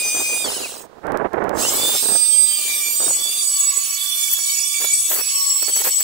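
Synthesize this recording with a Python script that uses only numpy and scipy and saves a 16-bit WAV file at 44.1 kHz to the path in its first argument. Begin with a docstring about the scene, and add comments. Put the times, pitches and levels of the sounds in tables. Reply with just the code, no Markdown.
"""Geared power tool on steel, outdoors

Held close to a pair of microphones, a small tool runs free, is switched off, starts again and is pressed
on steel, which pulls its speed down. The gear mesh whines in overtones over brush and fan hiss. The
tool's air and grit puff at the left microphone, wind buffets the right, and faint noise lies far behind."""
import sys
import numpy as np
from scipy import signal
from scipy.fft import rfft, irfft
from scipy.io import wavfile
from scipy.ndimage import map_coordinates

SR = 44100
rng = np.random.default_rng(int(sys.argv[2]) if len(sys.argv) > 2 else 0)


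def put_to_file(sound):
    """Save the sound as 16-bit audio at rate SR, in the file named by the first command-line argument."""
    columns = np.atleast_2d(sound).T  # one column per channel
    safe = np.clip(columns, -1, 1)
    whole_steps = np.round(safe * 32767)
    wavfile.write(sys.argv[1], SR, whole_steps.astype(np.int16))


N = 265915
TIME = np.arange(N) / SR
OFF_S, ON_S = .431, 1.521   # the switch
CUTOFF_HZ, SING_FADE_DB_PER_S = 15720, 296
# start and end of the change of grip, then of the reach out to the work: (time [s])
MOVES_S = (1.2, 1.9, 2.9, 3.099)


def mesh_rate():
    """Tooth contacts per second: running free, coasting against drag and friction, restarting, cutting."""
    # what the motor holds after the restart, sagging under the cut: (time [s], mesh rate [Hz])
    working = [(2.0, 1208), (2.34, 1199), (3.04, 1161), (3.2, 1141), (3.32, 1166), (3.42, 1160),
               (3.58, 1129), (3.92, 1130), (4.2, 1164), (4.33, 1129), (4.74, 1156), (5.13, 1141),
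               (5.33, 1110), (5.59, 1106), (5.73, 1122), (6.03, 1105)]
    free_hz, friction_hz, coast_s, spin_up_s = 1224, 1410, .703, .087
    coasting = (free_hz + friction_hz) * np.exp(-np.maximum(TIME - OFF_S, 0) / coast_s) - friction_hz
    restarted = in_time(working)[0] * (1 - np.exp(-np.maximum(TIME - ON_S, 0) / spin_up_s))
    return np.maximum(1, np.maximum(coasting, restarted))


def whine_levels(mesh_hz):
    """Left and right dB of each line as the hand moves, keyed by rotor order (three to a mesh overtone)."""
    # mesh overtones 1 to 11 without the 7th, a row each:
    # (left [dB], right [dB]) in the first grip, again in the second grip, again at the work
    overtones = [(-54, -56, -51.5, -47, -53.5, -47.5), (-27, -24, -44, -43.5, -47.5, -44.5),
                 (-39.5, -36, -39, -35, -51, -42.5), (-32.5, -31.5, -31, -38, -36, -35.5),
                 (-36, -50, -46, -62, -66, -32.5), (-31.5, -29, -55, -33.5, -70, -31.5),
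                 (-39, -34.5, -61, -28.5, -62, -30.5), (-50, -33.5, -34, -53, -36, -42.5),
                 (-53, -53, -60, -49, -51, -31.5), (-38, -58, -39, -59, -36, -69)]
    # the 7th, the loudest whistle, as the hand turns the tool: (time [s], left [dB], right [dB])
    seventh = [(0.2, -25, -28), (0.42, -45, -20.5), (1.85, -23.5, -41), (2.1, -35, -13), (2.44, -32, -10),
               (2.7, -32.5, -24), (3.1, -14.5, -18), (3.3, -30.5, -28.5), (3.5, -19, -13.5),
               (3.94, -28, -23), (4.12, -27, -33), (4.4, -29, -26), (5.03, -19, -33), (5.14, -29, -25.5),
               (5.46, -10.5, -13), (5.64, -20.5, -22), (6.02, -17, -24)]
    # the line nearest a pitch sings out: (start [s], length [s], pitch [Hz], left [dB], right [dB])
    singing = [(0.05, 0.31, 6100, -24.5, -28), (0.1, 0.2, 8150, -42, -38), (1.794, 0.19, 3550, -29, -21.5),
               (1.74, 1.06, 15500, -31, -42), (1.744, 0.34, 13100, -35, -28),
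               (2.347, 0.28, 3180, -39, -31.5), (2.617, 0.28, 2370, -34.5, -27),
               (2.725, 0.23, 12950, -31, -24), (2.826, 0.37, 5850, -35.5, -31),
               (2.83, 0.33, 6950, -41, -21.5), (3.106, 0.45, 10350, -46, -29),
               (3.215, 0.18, 3470, -33, -23), (3.295, 0.18, 4630, -26.5, -40),
               (3.413, 0.53, 6800, -37, -24.5), (3.555, 0.37, 1130, -48, -41),
               (3.997, 0.36, 3450, -47, -23), (4.009, 1.3, 10350, -47, -27), (4.184, 0.5, 5750, -50, -29),
               (4.21, 0.92, 6900, -35, -23), (4.505, 0.45, 2300, -57, -30.5), (4.615, 0.11, 5020, -32, -36),
               (4.415, 0.66, 3450, -40, -31), (2.158, 0.43, 4780, -26, -30),
               (5.277, 0.37, 5540, -58, -23.5), (5.29, 0.4, 4430, -48, -30),
               (5.347, 0.209, 1107, -38.5, -36), (4.192, 0.096, 2300, -45.5, -31.5),
               (4.116, 0.2, 14470, -25, -35)]
    pose = np.interp(TIME, MOVES_S, (0, 1, 1, 2))   # first grip, second grip, at the work
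    steady = [[np.interp(pose, range(3), db[side::2]) for side in (0, 1)] for db in overtones]
    steady.insert(6, list(in_time(seventh)))
    lines = {3 * (i + 1): db for i, db in enumerate(steady)}
    rotor_db = np.interp(pose, range(3), (-53, -50, -51.5))   # faint lines between and above those
    for order in [*range(7, 33), 36, 37.5, 39]:
        lines.setdefault(order, [rotor_db, rotor_db])
    for start, length, hz, *db in singing:
        sung_order = 3 * hz / mesh_hz[round((start + length / 2) * SR)]
        line = lines[min(lines, key=lambda order: abs(order - sung_order))]
        for side in (0, 1):
            line[side] = np.maximum(line[side], held([(start, length, db[side])], SING_FADE_DB_PER_S))
    return lines


def housing_db(pitch_hz):
    """Gain that the resonances of the housing give a line at this pitch."""
    # resonances of the housing: (frequency [Hz])
    resonances = [2850, 4100, 5070, 6700, 7900, 10130]
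    grid_hz = np.arange(1, 40000, 50)
    power = sum(1 / (1 + ((grid_hz - hz) / (0.045 * hz)) ** 2) for hz in resonances)
    return np.interp(pitch_hz, grid_hz, 10 * np.log10(power))


def gear_whine(mesh_hz):
    """Meshing teeth: overtones that waver and rasp apart at each microphone. Also gives the mesh phase."""
    # a gliding line flares as it crosses a resonance: (time [s], pitch [Hz], level [dB])
    flares = [(.45, 4650, -23), (.45, 3500, -24), (.49, 3050, -24), (0.648, 2700, -16.5),
              (1.651, 2800, -20), (1.69, 5150, -20), (1.69, 6200, -21), (1.69, 7300, -17)]
    glide_db, catch_db = -36, 6
    load = np.clip((1200 - mesh_hz) / 70, 0, 1)   # the cut shakes the speed and blurs the lines
    shaken_hz = mesh_hz * (1 + (0.0015 + 0.0025 * load) * drift(65))
    phase = 2 * np.pi * np.cumsum(shaken_hz) / SR
    lines = [(order / 3, *db, 7 if order % 3 else 3) for order, db in whine_levels(mesh_hz).items()]
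    lines += [(k, -90, -90, 0) for k in range(14, 28)]   # high overtones, heard only in the glides
    # off full speed the overtones sweep through the resonances of the housing
    unloading = np.clip((TIME - OFF_S) / 0.037, 0, 1) * (TIME < ON_S)   # the teeth unload at the switch
    gliding = np.maximum(np.clip((1095 - mesh_hz) / 60, 0, 1), unloading)
    wavers = [drift(8) for _ in range(8)]
    rasps = [drift(45) for _ in range(8)]
    whine = np.zeros((2, N))
    for i, (k, *steady_db, waver_db) in enumerate(lines):
        in_band = k * mesh_hz < CUTOFF_HZ
        start_phase = rng.uniform(0, 2 * np.pi)
        swept_db = glide_db - 7 * (k % 1 > 0) + housing_db(k * mesh_hz)
        crossings = [(s, 0, db) for s, hz, db in flares if round(hz / mesh_hz[round(s * SR)]) == k]
        for side in (0, 1):
            pick, shift = (2 * i + side) % 8, 9973 * i   # each line moves in its own way
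            waver, rasp = np.roll(wavers[pick], shift), np.roll(rasps[pick], shift)
            level_db = steady_db[side] + waver_db * waver + (1.47 + 2.65 * load) * min(k / 2, 1) * rasp
            catching = np.clip(2 * np.roll(rasp, N // 2) - 1, 0, 1)   # the line dips as the blade catches
            level_db -= catch_db * load * catching
            level_db += gliding * (swept_db + 6.1 * rasp - level_db)
            if crossings:
                level_db = np.maximum(level_db, held(crossings, 2 * SING_FADE_DB_PER_S))
            lag = 0.86 * np.roll(waver, N // 2)   # the path to the microphone shifts as the hand moves
            whine[side] += in_band * amp(level_db) * np.sin(k * phase + start_phase + lag)
    throb = 1 + 0.066 * np.sin(phase / 3)   # uneven gears put faint lines beside the loud ones
    speed_gain = np.minimum(mesh_hz / 1000, 1) ** 1.4
    return np.sqrt(2) * whine * throb * speed_gain, phase


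def brush_and_fan_hiss(mesh_hz, phase):
    """Hiss pulsing with the rotor, with random louder and fainter patches in time and pitch."""
    # hiss at full speed as the tool comes near and moves off: (time [s], left [dB], right [dB])
    nearness = [(.2, -21, -23), (.58, -27, -24), (1.6, -18, -15), (1.98, -12.5, -13), (2.3, -43, -18),
                (2.64, -15, -19), (2.9, -23, -20), (3.28, -27, -18), (4.3, -23.5, -18)]
    # spectrum of the hiss: (frequency [Hz], left [relative dB], right [relative dB])
    spectrum = [(157, -20.5, -48.5), (2030, -10.5, -10), (3220, -1, -1), (3940, -6, -1.5), (7150, 3, 1.5),
                (7860, -3.5, 10), (12440, -0.5, -8.5), (16000, 7.5, 4.5)]
    shared = 0.63   # share of the power common to both microphones
    patch_db, patch_hz, patch_s = 5.5, 171.1, .09   # depth and size of the patches
    white = rng.standard_normal((3, N))
    pair = np.sqrt(shared) * white[2] + np.sqrt(1 - shared) * white[:2]
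    hz, s, cells = signal.stft(pair, SR, nperseg=1024)
    grid = np.meshgrid(hz / patch_hz, s / patch_s, indexing="ij")
    coarse = rng.standard_normal((4, 400, 400))   # left and right level, left and right phase
    patches = np.array([rms_one(map_coordinates(field, grid, order=1)) for field in coarse])
    cells = cells * amp(patch_db * patches[:2]) * np.exp(.6j * patches[2:])
    shaded = np.outer(hz > 11900, (s > MOVES_S[0]) & (s < MOVES_S[2]))
    cells *= amp(-2 * shaded)   # in the second grip the hand shades the top of the hiss
    patchy = signal.istft(cells, SR, nperseg=1024)[1][:, :N]
    colour_hz, *colour_db = np.transpose(spectrum)
    hiss = np.array([coloured(patchy[side], colour_hz, colour_db[side]) for side in (0, 1)])
    speed_gain = np.minimum(mesh_hz / 780, 1) ** 0.75
    rotor_pulse = 1 + 0.24 * np.sin(phase / 3)
    return amp(in_time(nearness)) * speed_gain * hiss * rotor_pulse


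def air_and_grit():
    """The tool's air puffs on the left microphone; with each puff, grit spits in the treble of both."""
    # puffs of air: (start [s], length [s], level [dB])
    puffs = [(4.383, 0.0086, -29.5), (4.805, 0.023, -29.5), (4.845, 0.006, -20.5), (5.098, 0.068, -22.5),
             (5.175, 0.038, -26), (5.626, 0.0037, -22.5), (5.682, 0.023, -27.5), (5.762, 0.011, -24.5),
             (5.79, 0.029, -26.5), (5.848, 0.044, -21.5), (6.008, 0.0043, -19)]
    # spectrum of a puff: (frequency [Hz], level [relative dB])
    spectrum = [(30, -57), (400, 3.5), (900, 0), (2000, -2.5), (3500, -8), (7000, -67)]
    air = buffet(spectrum, lumps_db=4, lumps_hz=60)
    treble = signal.butter(3, 12300, "high", fs=SR, output="sos")
    spray = amp(13) * signal.sosfilt(treble, rng.standard_normal((2, N)))
    spray[0] += air
    return amp(held(puffs, fade_db_per_s=2200)) * spray


def wind():
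    """A breeze and its gusts buffeting one microphone."""
    # steady wind: (time [s], level [dB])
    breeze = [(0, -35), (.6, -29), (.95, -38.5), (2.4, -41.5), (3.3, -38.5), (3.6, -61)]
    # gusts: (start [s], length [s], level [dB])
    gusts = [(.14, 0.085, -26.5), (.445, 0.084, -23.5), (1.055, 0.21, -15.5), (1.335, 0.21, -16.5),
             (1.53, 0.13, -15), (1.68, 0.28, -22), (2.045, 0.012, -19), (2.09, 0.066, -22),
             (3.0, 0.11, -24)]
    # spectrum of the wind: (frequency [Hz], level [relative dB])
    spectrum = [(30, -20), (150, -16.5), (400, -4), (800, -8.5), (1700, -18), (2700, -37.5), (6000, -77)]
    level_db = np.maximum(in_time(breeze)[0], held(gusts, fade_db_per_s=702))
    return amp(level_db) * buffet(spectrum, lumps_db=4.5, lumps_hz=92)


def buffet(spectrum, lumps_db, lumps_hz):
    """Turbulence on a microphone port: noise in lumps, rms 1."""
    lumps = amp(lumps_db * np.minimum(drift(lumps_hz), 1.7))
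    return rms_one(lumps * coloured(rng.standard_normal(N), *np.transpose(spectrum)))


def recorder_clicks():
    """Sharp recorder clicks in the right channel during the loud wind, each two samples wide."""
    # recorder clicks: (time [s], peak [dB])
    peaks = [(1.069, -18), (1.1206, -14.5), (1.1739, -10.5), (1.3336, -17.5), (1.442, -16.5), (1.494, -6)]
    impulses = np.zeros(N)
    for s, db in peaks:
        impulses[round(s * SR)] = amp(db) * rng.choice([-1, 1])
    return signal.lfilter([1, 1], [1], impulses)


def distant_noise():
    """The outdoors far off: a dull, steady noise, separate at each microphone."""
    # level of the background: (left [dB], right [dB])
    floor_db = (-57.5, -52)
    hz, colour_db = [100, 500, 1500, 4000, 14000], [6.5, 4.5, -3.5, -5, -21.5]
    return np.array([amp(db) * coloured(rng.standard_normal(N), hz, colour_db) for db in floor_db])


def amp(db):
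    """Decibels to amplitude."""
    return 10 ** (np.asarray(db) / 20)


def rms_one(x):
    """Scales a signal to rms 1."""
    return x / np.sqrt(np.mean(x ** 2) + 1e-20)


def in_time(rows):
    """Joins rows of (time [s], values...) by straight lines, one curve per value column."""
    s, *columns = np.transpose(rows)
    return np.array([np.interp(TIME, s, column) for column in columns])


def held(rows, fade_db_per_s):
    """Level in dB of events that hold for their length and fade evenly before and after."""
    level_db = np.full(N, -120.)
    for start, length, db in rows:
        outside_s = np.maximum(0, np.maximum(start - TIME, TIME - start - length))
        level_db = np.maximum(level_db, db - fade_db_per_s * outside_s)
    return level_db


def drift(rate_hz):
    """Slow random wander: noise through a double one-pole low-pass, spread 1."""
    pole = np.exp(-64 * np.pi * rate_hz / SR)
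    slow = signal.lfilter([1], [1, -2 * pole, pole * pole], rng.standard_normal(N // 32 + 2002))[2000:]
    return np.interp(np.arange(N) / 32, np.arange(len(slow)), rms_one(slow))


def coloured(x, hz, db):
    """Shapes the spectrum by straight lines on a log axis; rms 1."""
    bins_hz = np.maximum(np.fft.rfftfreq(N, 1 / SR), 1)
    gain = amp(np.interp(np.log(bins_hz), np.log(hz), db))
    return rms_one(irfft(rfft(x) * gain, N))


def scene():
    """The tool close up on both microphones, wind and recorder clicks on the right, the outdoors behind."""
    mesh_hz = mesh_rate()
    whine, phase = gear_whine(mesh_hz)
    background = distant_noise()
    swell = amp(-397 * np.maximum(1.594 - TIME, 0) * (TIME > ON_S))   # the restart swells in, 397 dB/s
    tool = swell * (whine + brush_and_fan_hiss(mesh_hz, phase))
    rumble = wind()
    left, right = tool + air_and_grit() + background
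    return np.array([left, right + rumble + recorder_clicks()])


def record(dry):
    """The recorder rounds the peaks and cuts the top steeply."""
    rounded = 0.67 * np.tanh(dry / 0.79)
    return signal.sosfilt(signal.ellip(12, .3, 70, CUTOFF_HZ, fs=SR, output="sos"), rounded)


dry = scene()
out = record(dry)
put_to_file(out)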